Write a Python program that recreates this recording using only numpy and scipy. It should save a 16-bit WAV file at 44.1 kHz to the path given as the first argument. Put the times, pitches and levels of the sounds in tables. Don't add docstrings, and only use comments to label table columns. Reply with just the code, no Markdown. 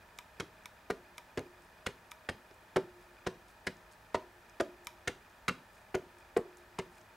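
import sys
import numpy as np
from scipy import signal
from scipy.fft import rfft, irfft, next_fast_len
from scipy.io import wavfile
from scipy.ndimage import uniform_filter1d

SR = 44100
rng = np.random.default_rng(int(sys.argv[2]) if len(sys.argv) > 2 else 0)


def gain_from_db(level_db):
    decades = np.asarray(level_db, float) / 20
    return 10 ** decades


def log_audio(samples):
    frames = np.atleast_2d(samples).T
    limited = np.clip(frames, -1, 1)
    pcm = np.round(limited * 32767).astype(np.int16)
    wavfile.write(sys.argv[1], SR, pcm)


N = 315748
SIZE = next_fast_len(N)
SETTLE_MS = 34

# t/s, table thump/dB, squelch/dB, squelch length/ms, mat thud/dB
DABS = [(0.398, -36.5, -28, 4.7, -39), (0.898, -34.5, -42, 20, -41), (1.373, -31.5, -30.5, 6.3, -40),
        (1.861, -30.5, -28.5, 5.5, -38), (2.287, -30, -29.5, 7.9, -36.5), (2.759, -35, -28.5, 6.1, -31.5),
        (3.264, -32, -32, 12, -38), (3.667, -37, -27.5, 6.9, -34), (4.1431, -33.5, -32.5, 13, -37.5),
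        (4.598, -39.5, -32, 8.2, -38.5), (5.073, -31, -23, 7.4, -42), (5.48, -32, -18.5, 2.9, -36),
        (5.943, -32, -38, 6.1, -45), (6.362, -33.5, -51, 9.3, -36.5), (6.787, -39, -36, 7.8, -35.5)]


def ring(modes, seconds):
    t = np.arange(int(seconds * SR))[:, None] / SR
    hz, db, t60 = np.transpose(modes)
    decay = np.exp(-np.log(1000) * t / t60)
    return (gain_from_db(db) * np.sin(2 * np.pi * hz * t) * decay).sum(axis=1)


def add(out, s, sound, db):
    i = int(s * SR)
    out[i:i + len(sound)] += (sound * gain_from_db(db) / np.abs(sound).max())[:N - i]


def band(x, lo_hz, hi_hz):
    edges_hz = [lo_hz, min(hi_hz, SR / 2.2)]
    return signal.sosfilt(signal.butter(2, edges_hz, "band", fs=SR, output="sos"), x)


def colour(x, points):
    hz = np.arange(SIZE // 2 + 1) * SR / SIZE + 1
    point_hz, point_db = np.array(points).T
    gain = gain_from_db(np.interp(np.log(hz), np.log(point_hz), point_db))
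    return irfft(rfft(x, SIZE) * gain, SIZE)[..., :N]


def puff(noise, rise_ms, fall_ms):
    ms = np.arange(len(noise)) * 1000 / SR
    return noise * (1 - np.exp(-ms / rise_ms)) * np.exp(-ms / fall_ms)


def push(sound, ms):
    return signal.fftconvolve(sound, np.hanning(int(ms * SR / 1000) + 3))[:len(sound)]


def settle(size, at_ms):
    ms = np.arange(size) * 1000 / SR
    return gain_from_db(-9 / (1 + np.exp((at_ms - ms) / 2.5)))


def hush():
    # f/Hz, level/dB per Hz
    spectrum = [(15, -45), (25, -15), (48, -5), (108, -12), (137, -16.5), (161, -9.5), (309, -14.5),
                (344, -13), (451, -12.5), (624, -11), (677, -12), (962, -10), (1070, -14.5), (1740, -17.5),
                (9000, -31.5), (16000, -32.5)]
    # f/Hz, width/Hz, level/dB
    housing = [(57, 45, 3), (103.2, 12.5, 10), (629, 33, 8.5), (886, 170, 3.5), (1270, 170, 4.5),
               (1750, 326, 8.5), (5000, 1300, -0.5)]
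    hz = np.arange(SIZE // 2 + 1) * SR / SIZE
    bumps_db = sum(db / (1 + (2 * (hz - centre) / width) ** 2) for centre, width, db in housing)
    noise = colour(rng.standard_normal((2, N)), spectrum)
    x = irfft(rfft(noise, SIZE) * gain_from_db(bumps_db), SIZE)[:, :N]
    return x * gain_from_db(-60) / x[0].std()


def scan_whine():
    return gain_from_db(-94) * np.sin(2 * np.pi * 15625 * np.arange(N) / SR)


def drum():
    # t/ms, f/Hz, level/dB, t60/s
    ticks = [(7.8, 3000, -64, .006), (7.9, 2500, -63, .018), (8.6, 1630, -60, .022), (7.9, 4760, -76, .02),
             (8.2, 970, -74, .03), (12.5, 1520, -71, .05), (27.8, 3200, -69, .004), (28.5, 1420, -64, .03),
             (28.6, 1720, -67, .04), (28.6, 1240, -72, .05), (35, 1580, -71, .03)]
    # t/ms, length/ms, f/Hz, level/dB
    whines = [(11, 8, 2350, -75), (11, 8.5, 3500, -77), (19, 11, 2450, -66), (19, 12, 4930, -79)]
    turn_hz = 25
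    size = SR // turn_hz
    turn = np.zeros(2 * size)
    for ms, hz, db, t60 in ticks:
        add(turn, ms / 1000, push(ring([(hz, 0, t60)], 1 / turn_hz), 0.14), db)
    for ms, length_ms, hz, db in whines:
        i = np.arange(int(length_ms * SR / 1000))
        add(turn, ms / 1000, np.sin(2 * np.pi * hz * i / SR) * np.hanning(len(i)) ** 0.071, db)
    turn = turn[:size] + turn[size:]
    turns = np.arange(N // size + 1)
    gains = (-1.) ** turns * gain_from_db(3.1 * rng.standard_normal(len(turns)))
    return np.outer(gains, turn).ravel()[:N]


def walls(x):
    # t/ms, level/dB
    reflections = [(8.2, -12), (16.2, -28), (19.5, -24), (26.5, -24.5)]
    taps = np.zeros(1500)
    for ms, db in reflections:
        taps[int(ms * SR / 1000)] = gain_from_db(db)
    return band(signal.oaconvolve(x, taps)[:N], 157, 1500)


def echoes(x):
    # f/Hz, level/dB, t60/s
    room = [(159, -29, 0.34), (420, -31, 0.18), (730, -26.5, 0.31), (1500, -18.5, 0.043), (3020, -19, 0.27),
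            (5470, -45, 0.16), (10200, -14, 0.24)]
    places, place_s = 5, .2345
    t = np.arange(int(.45 * SR)) / SR
    tails = np.zeros((places, 2, len(t)))
    for hz, db, t60 in room:
        fall = np.exp(-np.log(1000) * t / t60) * np.clip(t / 0.00016, 0, 1)
        noise = band(rng.standard_normal(tails.shape), 0.76 * hz, 2.11 * hz)
        level = gain_from_db(db) / np.sqrt(t60 * SR / 14) * np.sqrt(SR / 2.3 / hz)
        tails += level * noise * fall
    place = (np.arange(N) / SR // place_s) % places
    return sum(signal.oaconvolve((x * (place == k))[None], tail, axes=1)[:, :N]
               for k, tail in enumerate(tails))


def threads():
    # t/s, level/dB, f/Hz
    breaks = [(1.6216, -52, 7800), (3.0294, -71, 6750), (3.482, -59, 6200), (3.5044, -58, 5940),
              (3.7684, -53, 6200), (3.921, -53, 7590), (4.4966, -51, 6500), (5.301, -59, 5000),
              (5.7329, -56, 9400), (5.7484, -61, 7050), (5.7594, -62, 8300), (5.8154, -60, 6720),
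              (6.1856, -54, 7770), (6.571, -47.5, 7800), (6.5844, -58, 9730), (7.013, -52, 6700),
              (.636, -59, 6400), (1.174, -53, 7770), (2.1121, -45, 7400), (.1772, -51, 7500),
              (2.5108, -50.5, 3260), (2.542, -59, 9000), (2.545, -59, 7500), (4.8472, -51, 9400),
              (4.8545, -60, 6170), (4.857, -53, 8000)]
    out = np.zeros(N)
    for s, db, hz in breaks:
        noise = rng.standard_normal(300)
        add(out, s, band(puff(noise, 0.24, 0.83), 0.74 * hz, 1.22 * hz), db + .1)
    return out


def peels():
    # t/s, length/ms, level/dB
    crackles = [(1.62, 54, -67), (3.0, 56, -68), (3.468, 53, -64.5), (3.91, 34, -62), (4.479, 30, -70),
                (5.29, 41, -68), (5.71, 130, -65.5), (6.169, 54, -68), (6.566, 56, -65), (6.9, 130, -62.5)]
    out = np.zeros(N)
    for s, ms, db in crackles:
        noise = rng.standard_normal((2, 7000))
        size = min(int(ms * SR / 1000), 7000)
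        grains = noise[0] * gain_from_db(60 * uniform_filter1d(noise[1], size=60))
        add(out, s, band(grains, 3300, 10600)[:size] * np.hanning(size) ** .5, db + 10.0)
    return out


def snaps():
    # t/s, level/dB, treble/dB
    releases = [
        (0.187, -36.5, 13.5),
        (0.6568, -37, 12),
        (1.1804, -37.5, 12.5),
        (2.116, -37.5, 9.5),
        (4.8697, -33, 15),
    ]
    # f/Hz, level/dB, t60/s
    case = [(966, -8, 0.07), (1265, -7, 0.022), (1900, -15, 0.02), (2330, -1, 0.014), (3050, -4, 0.011),
            (3950, -8, 0.011), (4404, -14, 0.009), (5308, -16, 0.007), (6546, -15, .007)]
    # f/Hz, level/dB, t60/s
    lip = [(10460, -17, 0.0057), (13000, -14, .006)]
    out = np.zeros(N)
    t = np.arange(500) / SR
    turns = np.cumsum(1050 + 4500 * np.exp(-t / 0.001044)) / SR
    sweep = np.sin(2 * np.pi * turns) + 1.6 * np.sin(2 * np.pi * 1.5 * turns)
    sweep *= (1 - np.exp(-t / 0.00029)) * np.exp(-t / 0.0018)
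    for s, db, treble_db in releases:
        noise = rng.standard_normal(700)
        rough = 1 + 0.078 * uniform_filter1d(noise, size=9)[:500]
        add(out, s + .0001, sweep * rough, db - 0.5)
        for hz, mode_db, t60 in case:
            add(out, s + 1.6 / hz, ring([(hz, 0, t60)], .09), db + mode_db - 2.0)
        add(out, s + .0001, band(puff(noise, 0.1, 1.2), 1400, 4600), db - 12)
        add(out, s + .0004, band(ring([(5600, 0, .0016)], .01), 3200, 9400), db + treble_db - 8)
        add(out, s + .0011, ring(lip, .02), db + treble_db - 20)
        add(out, s + .0006, band(puff(noise, 0.3, 2.2), 5500, 13000), db + treble_db - 17)
    return out


def spits():
    # t/s, level/dB, f/Hz
    cracks = [(0.3987, -47, 6500), (0.4018, -46, 6900), (0.4036, -45, 5700), (0.4054, -34, 5900),
              (0.9007, -46, 5700), (0.9023, -44, 6800), (0.9056, -40, 6400), (0.9087, -39.5, 6300),
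              (1.3742, -40, 5900), (1.378, -46, 5830), (1.3828, -50, 6400), (1.3933, -41.5, 6500),
              (1.8646, -36, 7200), (1.8679, -31, 6700), (1.87, -41, 6400), (1.8715, -41, 5900),
              (2.2907, -38, 6800), (2.2929, -38, 6800), (2.2972, -39, 6300), (2.2993, -47, 5700),
              (2.7613, -46, 6300), (2.7645, -38, 7100), (2.7669, -34.5, 5500), (2.7692, -34.5, 7000),
              (3.2684, -44, 6700), (3.2706, -46, 5600), (3.2723, -34.5, 5160), (3.2765, -45, 6400),
              (3.6669, -43, 7400), (3.6697, -34.5, 7000), (3.6717, -41, 6700), (3.6758, -39, 5700),
              (4.1437, -45, 5500), (4.1456, -44, 6400), (4.1502, -48, 6800), (4.1518, -38, 6000),
              (4.6006, -42, 5800), (4.6071, -40, 7600), (4.6089, -34, 6100), (4.6109, -39, 7400),
              (5.0766, -46, 6300), (5.078, -47, 7100), (5.0794, -28.5, 6250), (5.0834, -45, 5800),
              (5.4817, -33, 7900), (5.4835, -37, 8000), (5.4868, -42, 5600), (5.4891, -32, 5700),
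              (5.9477, -38, 8200), (5.9501, -45, 6300), (5.9522, -34, 6140), (5.9555, -42, 6300),
              (6.3666, -48, 6400), (6.3693, -41, 6400), (6.3718, -38, 8200), (6.3748, -36.5, 7550),
              (6.7884, -36, 7200), (6.7912, -41, 6400), (6.7933, -41, 5800), (6.7983, -45, 5800)]
    out = np.zeros(N)
    for s, db, hz in cracks:
        noise = rng.standard_normal((2, 500))
        add(out, s, band(puff(noise[0], 0.059, 0.91), 0.52 * hz, 1.37 * hz), db + 2.0)
        add(out, s, band(puff(noise[1], 0.05, 0.51), 9400, 16000), db - 24)
    return out


def late_bursts():
    # t/s, level/dB, f/Hz
    knocks = [(0.422, -47, 408), (0.922, -35.5, 420), (1.392, -43, 385), (1.89, -39, 405),
              (2.7823, -25, 400), (2.791, -32.5, 390), (3.287, -37, 400), (3.298, -45, 390),
              (4.165, -57, 513), (4.619, -24.5, 382), (5.509, -31.5, 252), (5.967, -29.5, 390),
              (5.975, -39, 390), (6.3855, -32.5, 373), (6.3911, -26, 398), (6.7912, -26, 420),
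              (6.8092, -45, 390), (6.8138, -44, 390), (1.41, -37, 390), (4.172, -41, 420),
              (0.4283, -38, 326), (2.311, -38, 403), (5.096, -30.5, 395), (5.502, -42, 488),
              (3.696, -43, 225)]
    # t/s, level/dB
    nudges = [(2.513, -49)]
    out = np.zeros(N)
    for s, db, hz in knocks:
        block = ring([(hz, 0, .05), (1.265 * hz, -9, .03), (2.14 * hz, -8, .03)], .08)
        add(out, s, push(block, 1.16) * settle(len(block), 21), db)
    for s, db in nudges:
        add(out, s, push(ring([(390, 4, 0.044), (295, -15, 0.028)], .1), 0.73), db)
    return out


def board():
    # f/Hz, level/dB, t60/s
    mode_families = [
        [(197, 15.5, 0.044), (218.5, 10, 0.12), (252, 18.5, 0.062), (281, 9, 0.038)],
        [(356.5, 10.5, 0.92), (348, -0.5, 2)],
        [(379.7, 13.5, 0.2), (334.4, 1, 0.16), (491.7, 6, 0.14)],
        [(427.6, 10.5, 0.065), (401.5, 13, 0.14), (544, 2.5, 0.13)],
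        [(595.5, 8, 0.2), (571, 7, 0.2), (655, 13, 0.089), (677, 2, 0.12), (790, -21, 0.048), (987, 5, 0.05)],
    ]
    # t/s, board/dB, table top/dB, board edge/dB, stamp block/dB
    landings = [(.399, -55, -82, -63, -50.5), (0.902, -48.5, -67, -55.5, -48),
                (1.375, -45, -63.5, -47, -64), (1.865, -63, -73, -70, -51), (2.291, -68, -73, -54, -59.5),
                (2.761, -37, -55, -42.5, -60), (3.272, -52.5, -72, -63, -72), (3.67, -56, -70, -57, -54),
                (4.147, -45.5, -64.5, -49.5, -66), (4.602, -43.5, -59.5, -36, -46),
                (5.074, -47, -72, -74, -73), (5.482, -52, -74, -74, -49), (5.946, -52, -63, -46.5, -56),
                (6.366, -42, -59, -48, -58), (6.788, -49.5, -67, -52, -71)]
    out = np.zeros(N)
    swell = 1 - np.exp(-np.arange(int(.7 * SR)) / SR / 0.0023)
    families = [ring(modes, .7) * swell for modes in mode_families]
    for k in (0, 2, 3, 4):
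        families[k] *= settle(len(swell), SETTLE_MS)
    for (s, ring_db, top_db, edge_db, block_db), dab in zip(landings, DABS):
        low_db = -56 + 0.58 * (dab[4] + 40)
        levels_db = low_db, top_db, ring_db, block_db, edge_db
        sound = sum(gain_from_db(db) * family for db, family in zip(levels_db, families))
        i = int(s * SR)
        out[i:i + len(sound)] += sound[:N - i]
    return out


def dabs():
    # f/Hz, level/dB, t60/s
    table = [(71, 2, 0.021), (97, 1, 0.088), (146, 5, 0.059)]
    # f/Hz, level/dB, t60/s
    mat = [(167.5, 5, 0.087), (235.7, -4.5, 0.091)]
    out = np.zeros(N)
    t_ms = np.arange(2600) * 1000 / SR
    thump = push(ring(table, .2), 4.3)
    thud = push(ring(mat, .12), 2.57) * settle(int(.12 * SR), SETTLE_MS)
    for s, thump_db, wet_db, length_ms, thud_db in DABS:
        add(out, s + 0.0044, thump, thump_db - .1)
        add(out, s + 0.00404, thud, thud_db)
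        noise = rng.standard_normal((2, 2600))
        press = np.clip(t_ms / 3, 0, 1) * np.exp(-np.maximum(t_ms - length_ms, 0) / 5)
        grains = noise[0] * gain_from_db(14 * uniform_filter1d(noise[1], size=16))
        add(out, s, band(grains, 910, 4970) * press, wet_db - 3)
    return out


def corners():
    # t/s, case click/dB, block knock/dB, case f/Hz, knock f/Hz
    blows = [(0.4059, -29, -32, 2340, 490), (0.9027, -25, -18, 1410, 472), (1.3753, -29, -26, 2140, 420),
             (1.8674, -26, -33, 1500, 507), (2.2976, -30, -28.5, 2220, 540), (2.7673, -32, -22, 1510, 455),
             (3.271, -26, -18, 1480, 439), (3.6727, -43, -32, 1740, 483), (4.1456, -21.5, -12.5, 1020, 627),
             (4.6022, -25.5, -18, 1920, 450), (5.0778, -26, -24.5, 1980, 470),
             (5.4809, -19, -51, 1500, 490), (5.9456, -24, -25.5, 1530, 397),
             (6.3663, -24.5, -14, 1620, 450), (6.7878, -22.5, -41, 1070, 420)]
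    rolls = [(0.3992, -28.5, -39, 1500, 418), (.4065, -29.5, -55, 1300, 430), (0.4073, -32, -52, 2120, 433),
             (0.9067, -30, -55, 1210, 460), (0.9085, -27, -57, 1850, 470), (1.3794, -44, -33, 2260, 433),
             (1.384, -32, -23, 1420, 420), (1.3919, -36, -35, 2130, 447), (1.8645, -21, -53, 1480, 490),
             (1.8714, -25, -28.5, 1980, 540), (2.291, -22.5, -37, 1540, 510),
             (2.7607, -23.5, -19.5, 2060, 410), (2.7643, -21.5, -36, 1300, 440),
             (2.7687, -24, -14.5, 1850, 455), (2.771, -22.5, -29, 1370, 815), (3.2742, -29, -55, 1790, 420),
             (3.67, -19, -56, 1975, 450), (3.676, -23, -34, 1840, 494), (3.686, -41, -39, 1940, 503),
             (4.1543, -26, -32, 1920, 420), (4.1487, -21, -36, 1060, 600), (5.0793, -22.5, -45, 2190, 470),
             (0.402, -39, -34, 1500, 444), (5.4837, -24, -33, 1680, 428), (4.16, -41, -37, 1300, 654),
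             (4.6058, -23.5, -21.5, 1460, 527), (4.61, -27, -27.5, 1500, 420),
             (3.2672, -24, -36, 1040, 670), (5.0749, -23, -38, 1800, 466), (5.082, -23, -59, 1780, 487),
             (5.488, -24, -33, 1330, 506), (5.4889, -24, -61, 1380, 510), (5.494, -19, -34, 1500, 533),
             (5.951, -28, -22, 1460, 413), (5.9534, -40, -28.5, 2040, 440), (5.9556, -28, -34, 2000, 442),
             (6.369, -31, -16, 1330, 463), (6.375, -39, -26, 2230, 512), (6.3778, -27.5, -23, 1270, 527),
             (6.797, -30.5, -48, 2060, 420)]
    # t/s, case click/dB, block knock/dB
    touches = [(0.8998, -40, -25), (1.3726, -57, -30), (2.2885, -25, -25.5), (2.7596, -36, -19),
               (3.2632, -39, -51), (3.2655, -33, -24.5), (3.667, -42, -32), (4.1448, -29, -27.5),
               (4.5994, -32, -30), (5.943, -34, -27), (6.3645, -32, -21.5), (6.7846, -38, -47)]
    touch_hz = 1970
    table = np.array(blows)
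    light = []
    for row in touches:
        nearest = np.abs(table[:, 0] - row[0]).argmin()
        light.append((*row, touch_hz, table[nearest, 4]))
    return blows + rolls + light


def contacts():
    out = np.zeros(N)
    for s, click_db, knock_db, hz, low_hz in corners():
        noise = rng.standard_normal(900)
        case = ring([(hz, 0, .008), (1.43 * hz, -10, .007), (0.866 * hz, -12, .012), (2.01 * hz, -14, .005)], .03)
        add(out, s - .0002, puff(push(case, 0.19), 1.0, 30), click_db - 4.5)
        add(out, s, band(puff(noise, 0.28, 3.04), 1060, 2760), click_db - 7.5)
        block = ring([(low_hz, 0, .02), (1.49 * low_hz, -6, .016), (2.1 * low_hz, -9, .014)], .06)
        add(out, s + 0.00028, band(push(block, 0.99), 0.54 * low_hz, 5500), knock_db - 3.5)
    return out


def scene():
    # f/Hz, level/dB
    width = [(60, -25), (110, -68), (200, -23.5), (380, -16.5), (700, -15), (1290, -6), (2380, -6),
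             (4400, -7), (8120, -9.5), (15000, -13)]
    knocks = band(contacts(), 59, 20000)
    ink = snaps() + threads() + peels() + spits()
    near = knocks + band(board() + dabs() + late_bursts() + ink, 78, 20000)
    wet, air, ticks = echoes(near), hush(), drum()
    mid = near + walls(knocks) + wet[0] + air[0] + ticks + scan_whine()
    side = gain_from_db(-5) * wet[1] + air[1] + gain_from_db(-18.0) * np.roll(ticks, 9)
    side += gain_from_db(-6.5) * band(np.roll(near, 14), 4100, 15000)
    side += gain_from_db(-6.0) * band(np.roll(near, 200), 570, 860)
    side = colour(side, width)
    return np.array([mid + side, mid - side])


def low_pass(x):
    return signal.sosfilt(signal.butter(12, 16650, fs=SR, output="sos"), x)


def record(dry):
    cut = signal.sosfilt(signal.ellip(10, .2, 30, 15800, fs=SR, output="sos"), dry)
    return low_pass(cut)


dry = scene()
out = record(dry)
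log_audio(out)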